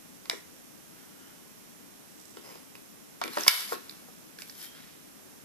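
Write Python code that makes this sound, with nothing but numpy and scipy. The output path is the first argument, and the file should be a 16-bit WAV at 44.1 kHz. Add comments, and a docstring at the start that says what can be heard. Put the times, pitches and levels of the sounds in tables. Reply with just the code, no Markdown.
"""A plastic tube is tapped down on a wooden table, its cap ringing briefly in a small, quiet room.
Fingers brush over cosmetics and a card packet is shifted. Then a book is fetched from a cardboard box
with hollow knocks, sliding, faint squeaks and one hard clack that makes the camera's limiter dip.
Each hit is a few dying tones plus a burst of noise; each slide is thousands of tiny slips.
A low murmur of air and a thin hiss lie under it all."""
import sys
import numpy as np
from scipy import signal
from scipy.fft import rfft, irfft
from scipy.io import wavfile
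from scipy.ndimage import uniform_filter1d

SR = 44100
rng = np.random.default_rng(int(sys.argv[2]) if len(sys.argv) > 2 else 0)


def wav_record(signal):
    """Record a signal, one row per channel, as 16-bit PCM in the file named by sys.argv[1]."""
    frames = np.transpose(np.atleast_2d(signal))
    bounded = np.clip(frames, -1, 1)
    # unit amplitude maps onto the largest positive 16-bit level
    quanta = np.round(bounded * 32767).astype(np.int16)
    wavfile.write(sys.argv[1], SR, quanta)


N = 240034

# the room's murmur and hiss on each side: (frequency [Hz], level [dB])
AIR_LEFT = [(20, -41), (60, -11.5), (120, -8), (165, 1.5), (280, 4), (450, -7.5), (750, -13), (1400, -15.5),
            (2600, -17.5), (6200, -23.5), (9000, -19.5), (12000, -14.5), (14400, -23.5)]
AIR_RIGHT = [(20, -16), (60, -22.5), (120, -12.5), (170, -6), (300, -4), (650, -10), (1400, -12.5),
             (2600, -15), (4700, -16.5), (5500, -11.5), (9000, -16), (12000, -12.5), (14400, -18.5)]
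# how alike that noise is on the two sides: (frequency [Hz], likeness [0-1])
AIR_LIKENESS = [(60, 0.03), (130, 0.24), (290, 0.82), (640, 0), (1400, 0.23), (3100, 0.016)]
# how long the room rings: (frequency [Hz], time to fade by 60 dB [s])
ROOM_FADE = [(200, 0.34), (500, 0.15), (2000, 0.34), (5000, 0.32), (12000, 0.29)]
# echoes from nearby boxes and walls: (delay [s], level [dB])
NEAR_ECHOES = [(.0011, -63), (.0024, -26.5), (.0085, -29), (0.0119, -20.5), (0.0149, -20)]
# what each kind of source sends into the room: (frequency [Hz], level [dB])
RUB_TO_ROOM = [(1000, -8), (12000, -7.5)]
TICK_TO_ROOM = [(2000, -5.5), (4500, -12), (12000, 0)]
KNOCK_TO_ROOM = [(400, -5.5), (1300, -6), (4000, 0), (12000, -11)]
TAP_TO_ROOM = [(300, -5), (1100, 1), (1500, -3.5), (2100, -6), (3000, -11), (3700, -14), (5000, -13),
               (6200, -2), (8000, -7), (12000, -9)]
CLACK_TO_ROOM = [(1000, -9.5), (1650, -7.5), (2250, -14), (2900, -9.5), (3550, -13), (4100, -6),
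                 (5000, -14), (6500, -17), (12000, -15)]
# each microphone's tone for direct sound and for sound from all sides: (frequency [Hz], level [dB])
MIC_DIRECT_LEFT = [(100, -7), (400, 3.5), (700, -0.5), (2200, 2), (3400, -4.5), (4600, -6.5), (5700, -23),
                   (7200, -5), (9500, -1), (11600, 7.5), (14500, -1)]
MIC_DIRECT_RIGHT = [(100, -8.5), (400, -2.5), (700, 1.5), (2200, 3), (3400, 1), (4500, 3.5), (5050, 9),
                    (5700, 5.5), (6500, 3.5), (9000, -3), (11600, -9.5), (14500, -8)]
MIC_ROOM_LEFT = [(100, -11), (400, 10.5), (700, -3), (2200, 3), (3400, -2), (4600, -10.5), (5900, -10),
                 (7200, -4.5), (9500, -1.5), (11600, 9), (14500, -1)]
MIC_ROOM_RIGHT = [(100, -5.5), (400, 0), (2200, 4), (4000, 4.5), (5050, 5), (5700, 6.5), (6500, -4.5),
                  (9000, 1), (11600, -4), (14500, -8)]
# how far the right microphone trails the left: (frequency [Hz], phase lag [rad])
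RIGHT_LAG = [(100, 2.57), (300, 2.69), (1000, 2.15), (2200, 1.78), (5000, 2.08), (14000, 3.05)]

# fingers on the tube and on the packet, packet on the table, hand on the book's cover:
# (start [s], rise [s], fall [s], scrape level [dB], hiss over the scrape [dB])
TUBE_RUBS = [(.8, 0.23, 0.22, -64, 1), (1.05, 0.23, 0.21, -62, -26)]
FINGER_RUBS = [(1.95, 0.33, 0.28, -62.5, -20)]
PACKET_RUBS = [(2.37, .13, 0.16, -49.5, -9)]
COVER_RUBS = [(4.375, 0.03, 0.07, -52, 4.5), (4.44, 0.056, 0.14, -61.5, 10), (4.52, .13, 0.054, -52, 7.5),
              (4.66, 0.14, .3, -55, -18)]
# same columns: the book sliding in its box and, at 3.483 s, the clack's noisy tail dying away in the room
BOOK_RUBS_AND_CLACK_TAIL = [(3.25, 0.16, 0.24, -38.5, -2.5), (3.46, 0.043, 0.14, -28, 5.5),
                            (3.483, .006, 0.069, -21, 3), (3.55, 0.045, 0.073, -44, 5.5),
                            (3.66, 0.075, 0.026, -46, 6), (3.72, 0.15, .6, -56, -2)]
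# the pitch ranges that each of those sounds brings out: (frequency [Hz], width [Hz], level [dB])
TUBE_BANDS = [(1400, 500, -5), (2980, 240, -5)]
FINGER_BANDS = [(5700, 560, -9), (6600, 480, -5), (7800, 400, 5)]
PACKET_BANDS = [(330, 150, -7), (517, 220, 1), (900, 330, -2), (1940, 240, -7.5), (2960, 1800, -9),
                (4960, 300, -8)]
COVER_BANDS = [(1570, 360, -2), (2000, 1100, 3.5), (3220, 800, 5), (3750, 340, 2)]
BOOK_BANDS = [(1050, 300, -33), (1270, 1030, 8), (2500, 900, -21), (3280, 1140, 10)]
# the hiss of slipping fibres: (frequency [Hz], level [dB])
RUB_HISS = [(1500, -39.5), (3200, 10.5), (5000, 4.5), (7000, 3.5), (9500, 1), (12500, 3), (14500, -2),
            (16000, -2)]
# glossy card singing as it slips:
# (start [s], rise [s], fall [s], level [dB], starting pitch [Hz], glide [Hz/s], width [Hz])
COVER_SQUEAKS = [ (3.321, 0.015, 0.035, -46, 4270, -3000, 220), (4.52, 0.16, 0.16, -57, 3090, 546, 95),
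                 (4.56, .07, .05, -62, 5150, 900, 190)]

# the natural tones of the cardboard, the table top, the tube's cap and the hard edge that clacks:
# (frequency [Hz], level [dB], time to fade by 60 dB [s])
CARD_TONES = [(722, -2, 0.034), (962, 7, 0.016), (1096, 2.5, 0.025), (1320, 4.5, 0.018), (1596, -6, 0.021),
              (1874, -3, 0.015), (2460, -28, 0.031)]
TABLE_TONES = [(251, -17.5, 0.12), (338.5, -2, 0.042), (419, 4, 0.028), (543, 7, 0.02), (618, -14, 0.063)]
CAP_TONES = [(343, -16, 0.032), (678, -7.5, 0.037), (1000, -2.5, 0.016), (1400, -1, 0.0091),
             (1950, -1, 0.011), (2320, 1.5, 0.016), (2910, -0.5, 0.014), (3770, 8.5, 0.009),
             (4670, 4, 0.0099), (5320, 5.5, 0.0074), (7750, 1, 0.0062), (11260, -1, 0.0053)]
EDGE_TONES = [(970, -13, 0.019), (1210, -21, 0.013), (2238, -4, 0.019), (2965, -9, 0.01),
              (3450, -5, 0.0081), (4850, 3, 0.0066), (5630, -2.5, 0.0081)]
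# nails and edges catching: (time [s], level [dB], pitch [Hz], pitched share [0-1], contact time [s])
NAIL_TICKS = [ (0.256, -52, 2300, 0.3, .0005), (2.753, -53, 2770, .85, .0003),
              (3.238, -35, 2290, 0.2, 0.00018), (3.278, -43, 2250, 0.06, 0.00045),
              (3.407, -37.5, 6360, 0.9, 0.0012), (3.435, -37.5, 5650, 0.96, 0.0008),
              (3.895, -43, 4080, 0.8, 0.0002), (3.911, -55.5, 4200, 0.1, 0.00022),
              (4.387, -47, 1630, 0.34, 0.00061), (4.420, -43, 4840, 0.2, 0.0002),
              (4.496, -48, 5360, 0.6, 0.00037), (4.616, -50.5, 5760, .3, 0.0012)]
# blunt knocks of card and book and, at 0.332 s, a low room boom just after the tube's tap:
# (time [s], card level [dB], low thud over the card [dB], thud pitch [ratio], contact time [s])
KNOCKS_AND_BOOM = [ (0.256, -54.5, -1, 0.92, .001), (0.332, -56, 16.5, 0.84, 0.0028),
                   (2.37, -49, 5, 0.97, 0.00079), (2.555, -53.5, 3, 1.2, 0.00082),
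                   (2.753, -54, -1, 1.06, 0.0009), (3.215, -29.5, -14, 0.9, 0.0014),
                   (3.245, -48.5, 7, 0.78, 0.0044), (3.257, -45.5, 6, .93, 0.001),
                   (3.279, -50.5, 10, 0.75, .003), (3.371, -27.5, -0.5, 1.02, 0.002),
                   (3.384, -37.5, -4, 0.96, 0.00072), (3.465, -32.5, -8, 1.06, 0.0013),
                   (3.720, -32, 0.5, 1.26, 0.0072), (3.730, -37.5, 1, 1.07, .001),
                   (3.750, -53, -2.5, 0.77, 0.0007), (4.083, -55.5, 1, 1.2, 0.0094)]


def amp(db):
    """Turns decibels into a number to multiply by."""
    return 10 ** (np.asarray(db) / 20)


def unit(x):
    """Scales a sound to an average strength (rms) of one."""
    return x / np.sqrt(np.mean(x ** 2) + 1e-20)


def unit_hit(x):
    """Gives a hit the same energy as 10 ms of sound at an rms of one."""
    return x * np.sqrt(.01 * SR / np.sum(x ** 2))


def look_up(points, hz):
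    """Reads between the rows of a table, with every octave equally wide."""
    table_hz, value = np.transpose(points)
    return np.interp(np.log(hz + 1), np.log(table_hz + 1), value)


def add(mix, time_s, sound):
    """Mixes a sound in at the given time."""
    part = mix[:, round(time_s * SR):][:, :sound.shape[-1]]
    part += sound[..., :part.shape[1]]


def panned(sound, pan_db):
    """Makes a sound pan_db louder on the left than on the right."""
    return sound * amp([[pan_db / 2], [-pan_db / 2]])


def colour(x, points, size=2048):
    """Shapes a sound's tone by a table, without smearing it earlier in time."""
    log_gain = np.log(amp(look_up(points, abs(np.fft.fftfreq(size, 1 / SR)))))
    taps = np.fft.ifft(np.exp(np.conj(signal.hilbert(log_gain)))).real
    return signal.oaconvolve(x, taps[:size // 2])[:len(x)]


def room_air():
    """The room's air murmurs low, with a thin steady hiss on top."""
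    hz = np.fft.rfftfreq(N, 1 / SR)
    shared, separate = rfft(rng.standard_normal((2, N)))
    likeness = np.clip(look_up(AIR_LIKENESS, hz), 0, 1)
    blend = likeness * shared + np.sqrt(1 - likeness ** 2) * separate
    left = irfft(shared * amp(look_up(AIR_LEFT, hz)), N)
    right = irfft(blend * amp(look_up(AIR_RIGHT, hz)), N)
    return amp(-36) * np.array([left, right])


def microphones(x, left, right):
    """Each microphone opening gives its side a tone of its own."""
    return np.array([colour(x[0], left), colour(x[1], right)])


def room(x, to_room, build_s=0.006):
    """A sound arrives directly, then as a few near echoes, then as a fading wash from all sides."""
    near = x.copy()
    for delay_s, db in NEAR_ECHOES:
        add(near, delay_s, amp(db) * x)
    hz, t, noise = signal.stft(rng.standard_normal((2, SR)), SR, nperseg=256)
    fade = amp(-60 * t / look_up(ROOM_FADE, hz)[:, None])
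    wash = signal.istft(noise * fade, SR, nperseg=256)[1]
    wash *= 1 - np.exp(-(np.arange(wash.shape[1]) / SR / build_s) ** 2)  # echoes take time to pile up
    wash /= np.linalg.norm(wash[0])
    wash = microphones([colour(side, to_room) for side in wash], MIC_ROOM_LEFT, MIC_ROOM_RIGHT)
    near = microphones(near, MIC_DIRECT_LEFT, MIC_DIRECT_RIGHT)
    return near + signal.fftconvolve(x, wash, axes=1)[:, :N]


def swell(start_s, rise_s, fall_s, db):
    """Loudness of one stroke or tail: it rises smoothly, then loses 20 dB in the fall time."""
    braking = 1.21  # above 1, the sound holds longer and stops harder
    t = np.arange(N) / SR - start_s
    rise = np.sin(np.pi / 2 * np.clip(t / rise_s, 0, 1)) ** 2
    return rise * amp(db - 20 * (np.maximum(t - rise_s, 0) / fall_s) ** braking)


def rub(strokes, bands, uneven_db, slips_per_s, pan_db):
    """Fibres catch and slip: a stream of tiny clicks hisses and sounds the object underneath."""
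    hz = np.fft.rfftfreq(N, 1 / SR)
    slip_size = amp(uneven_db * np.minimum(rng.exponential(1, N), 4))
    slips = slip_size * rng.standard_normal(N) * (rng.random(N) < slips_per_s / SR)
    body = sum(amp(db) / (1 + 1j * (hz ** 2 - centre ** 2) / (width * hz + 1e-9))
               for centre, width, db in bands)
    scrape = unit(irfft(rfft(slips) * body, N))
    hiss = unit(colour(slips, RUB_HISS))
    sound = sum(swell(*stroke) * (scrape + amp(hiss_db) * hiss) for *stroke, hiss_db in strokes)
    return panned(sound, pan_db)


def squeaks():
    """The book's glossy cover sings as it slips: faint, fuzzy notes that drift in pitch."""
    t, offset_hz = np.arange(N) / SR, np.fft.rfftfreq(N, 1 / SR)
    out = np.zeros(N)
    for start_s, rise_s, fall_s, db, hz, glide, width_hz in COVER_SQUEAKS:
        narrow_band = np.exp(-(offset_hz / width_hz) ** 2 / 2)
        fuzz = irfft(rfft(rng.standard_normal((2, N))) * narrow_band, N)
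        phase = 2 * np.pi * np.cumsum(hz + glide * np.clip(t - start_s, 0, 1)) / SR
        note = unit(fuzz[0] * np.cos(phase) + fuzz[1] * np.sin(phase))
        out += note * swell(start_s, rise_s, fall_s, db)
    return panned(out, pan_db=-1)


def ring(tones, scatter=0., contact_s=0.000095, alternate=True, size=8192):
    """A struck object's tones die away; where it is hit shifts them, and a soft hit slows their rise."""
    t = np.arange(size) / SR
    hz, db, fade_s = np.transpose(tones)[:, :, None]
    detune, strength = scatter * rng.standard_normal((2, len(tones), 1))
    sign = (-1) ** np.arange(len(tones))[:, None] if alternate else 1  # flips every second tone
    loudness = (1 + 6 * strength) * amp(db - 60 * t / fade_s)
    waves = sign * loudness * np.sin(2 * np.pi * hz * (1 + detune) * t)
    return unit_hit(waves.sum(0) * (1 - np.exp(-t / contact_s)))


def crack(low_hz, high_hz, fade_s, size=8192):
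    """A hit's crowded overtones blur into a burst of noise that loses 60 dB in fade_s."""
    burst = rng.standard_normal(size) * amp(-60 * np.arange(size) / SR / fade_s)
    band = signal.butter(2, [low_hz, min(high_hz, .45 * SR)], "band", fs=SR, output="sos")
    return unit_hit(signal.sosfilt(band, burst))


def hit(card_db, thud_db, click_db, click_hz, pitched, contact_s, thud_ratio=1):
    """A hit clicks, rings the hollow card and thuds into the table; soft hits scuff for longer."""
    card = amp(card_db) * ring(CARD_TONES, scatter=0.023, contact_s=contact_s, alternate=False)
    thud_tones = np.multiply(TABLE_TONES, [thud_ratio, 1, 1])
    thud = amp(thud_db) * ring(thud_tones, scatter=0.052, contact_s=contact_s, alternate=False)
    scuff_s = 0.011 + 6 * contact_s
    ping = np.sqrt(pitched) * crack(.935 * click_hz, 1.065 * click_hz, scuff_s)
    scuff = np.sqrt(1 - pitched) * crack(1530, 5040, scuff_s)
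    fizz = amp(-8.5) * crack(6100, 12900, scuff_s)
    click = amp(click_db) * (ping + scuff + fizz)
    return panned(card, pan_db=2) + panned(thud, pan_db=0.5) + panned(click, pan_db=0)


def ticks():
    """Nails and edges are mostly click and barely stir the card and the table."""
    out = np.zeros((2, N))
    for time_s, db, hz, pitched, contact_s in NAIL_TICKS:
        tick = hit(card_db=db - 17, thud_db=db - 13, click_db=db,
                   click_hz=hz, pitched=pitched, contact_s=contact_s)
        add(out, time_s, tick)
    return out


def knocks_and_boom():
    """Blunt knocks and one room boom are mostly low tones; the longer a contact, the weaker its click."""
    firm_contact_s, loss_per_doubling_db = 0.00089, 7
    out = np.zeros((2, N))
    for time_s, db, thud_db, thud_ratio, contact_s in KNOCKS_AND_BOOM:
        click_db = db - 4.5 - loss_per_doubling_db * np.log2(contact_s / firm_contact_s)
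        sound = hit(db, db + thud_db, click_db, click_hz=4680, pitched=0.033,
                    contact_s=contact_s, thud_ratio=thud_ratio)
        add(out, time_s, sound)
    return out


def tube_tap():
    """The tube's hard cap meets the wood with a crisp, ringing crack; a soft echo near 2 kHz follows."""
    out = np.zeros((2, N))
    crisp = amp(-33) * crack(1860, 5300, fade_s=0.017) + amp(-35.5) * crack(4400, 12600, fade_s=0.015)
    add(out, .2977, panned(amp(-29.5) * ring(CAP_TONES) + crisp, pan_db=2.5))
    add(out, .312, panned(amp(-44) * crack(1700, 2150, fade_s=0.013), pan_db=9))
    return out


def clack_overload_pop():
    """A short, dry low pop as the clack overloads the recorder."""
    out = np.zeros((2, N))
    add(out, 3.4807, amp(-32) * crack(21, 530, fade_s=0.0034))
    return out


def clack():
    """A hard edge catches with a small tick, then snaps down; it is too small to give off bass."""
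    out = np.zeros((2, N))
    snap = amp(2.5) * ring(EDGE_TONES)
    snap += amp(-2) * crack(1650, 6700, fade_s=0.039) + amp(-4.5) * crack(10000, 15500, fade_s=0.027)
    snap = signal.sosfilt(signal.butter(4, 800, "high", fs=SR, output="sos"), snap)
    add(out, 3.4785, amp(-25) * crack(5060, 5620, fade_s=0.0075))
    add(out, 3.4804, panned(snap, pan_db=5))
    return out


def scene():
    """Rubs and hits sound in the room and reach the two microphones, over the murmur of the air."""
    rubs = rub(PACKET_RUBS, PACKET_BANDS, uneven_db=2.5, slips_per_s=3400, pan_db=3)
    rubs += rub(FINGER_RUBS, FINGER_BANDS, uneven_db=6.5, slips_per_s=3200, pan_db=-9.5)
    rubs += rub(BOOK_RUBS_AND_CLACK_TAIL, BOOK_BANDS, uneven_db=1, slips_per_s=7700, pan_db=3)
    rubs += rub(COVER_RUBS, COVER_BANDS, uneven_db=0, slips_per_s=4300, pan_db=4.5)
    rubs += rub(TUBE_RUBS, TUBE_BANDS, uneven_db=-3, slips_per_s=8200, pan_db=5.5)
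    mix = room(tube_tap(), TAP_TO_ROOM, build_s=0.009)
    mix += room(clack(), CLACK_TO_ROOM, build_s=0.007)
    mix += room(knocks_and_boom(), KNOCK_TO_ROOM)
    mix += room(ticks(), TICK_TO_ROOM)
    mix += room(rubs + squeaks(), RUB_TO_ROOM)
    return mix + clack_overload_pop() + room_air()


def record(dry):
    """The right side lags; a limiter briefly turns overloads down; peaks clip; the top treble is cut."""
    ceiling_db, recovery_db_per_s, cutoff_hz = 2, 90, 14750
    lag = np.exp(-1j * look_up(RIGHT_LAG, np.fft.rfftfreq(N, 1 / SR)))
    x = np.array([dry[0], irfft(rfft(dry[1]) * lag, N)])
    over_db = np.maximum(20 * np.log10(abs(x).max(0) + 1e-9) - ceiling_db, 0)
    recovery_db = np.arange(N) / SR * recovery_db_per_s
    dip_db = np.maximum.accumulate(over_db + recovery_db) - recovery_db  # dips at once, climbs back
    dip_db = uniform_filter1d(dip_db, size=24)
    x = np.clip(x * amp(-dip_db), -.94, .94)
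    treble_cut = signal.firwin(401, cutoff_hz, window=("kaiser", 9), fs=SR)
    return signal.oaconvolve(x, treble_cut[None], "same", axes=1)


dry = scene()
out = record(dry)
wav_record(out)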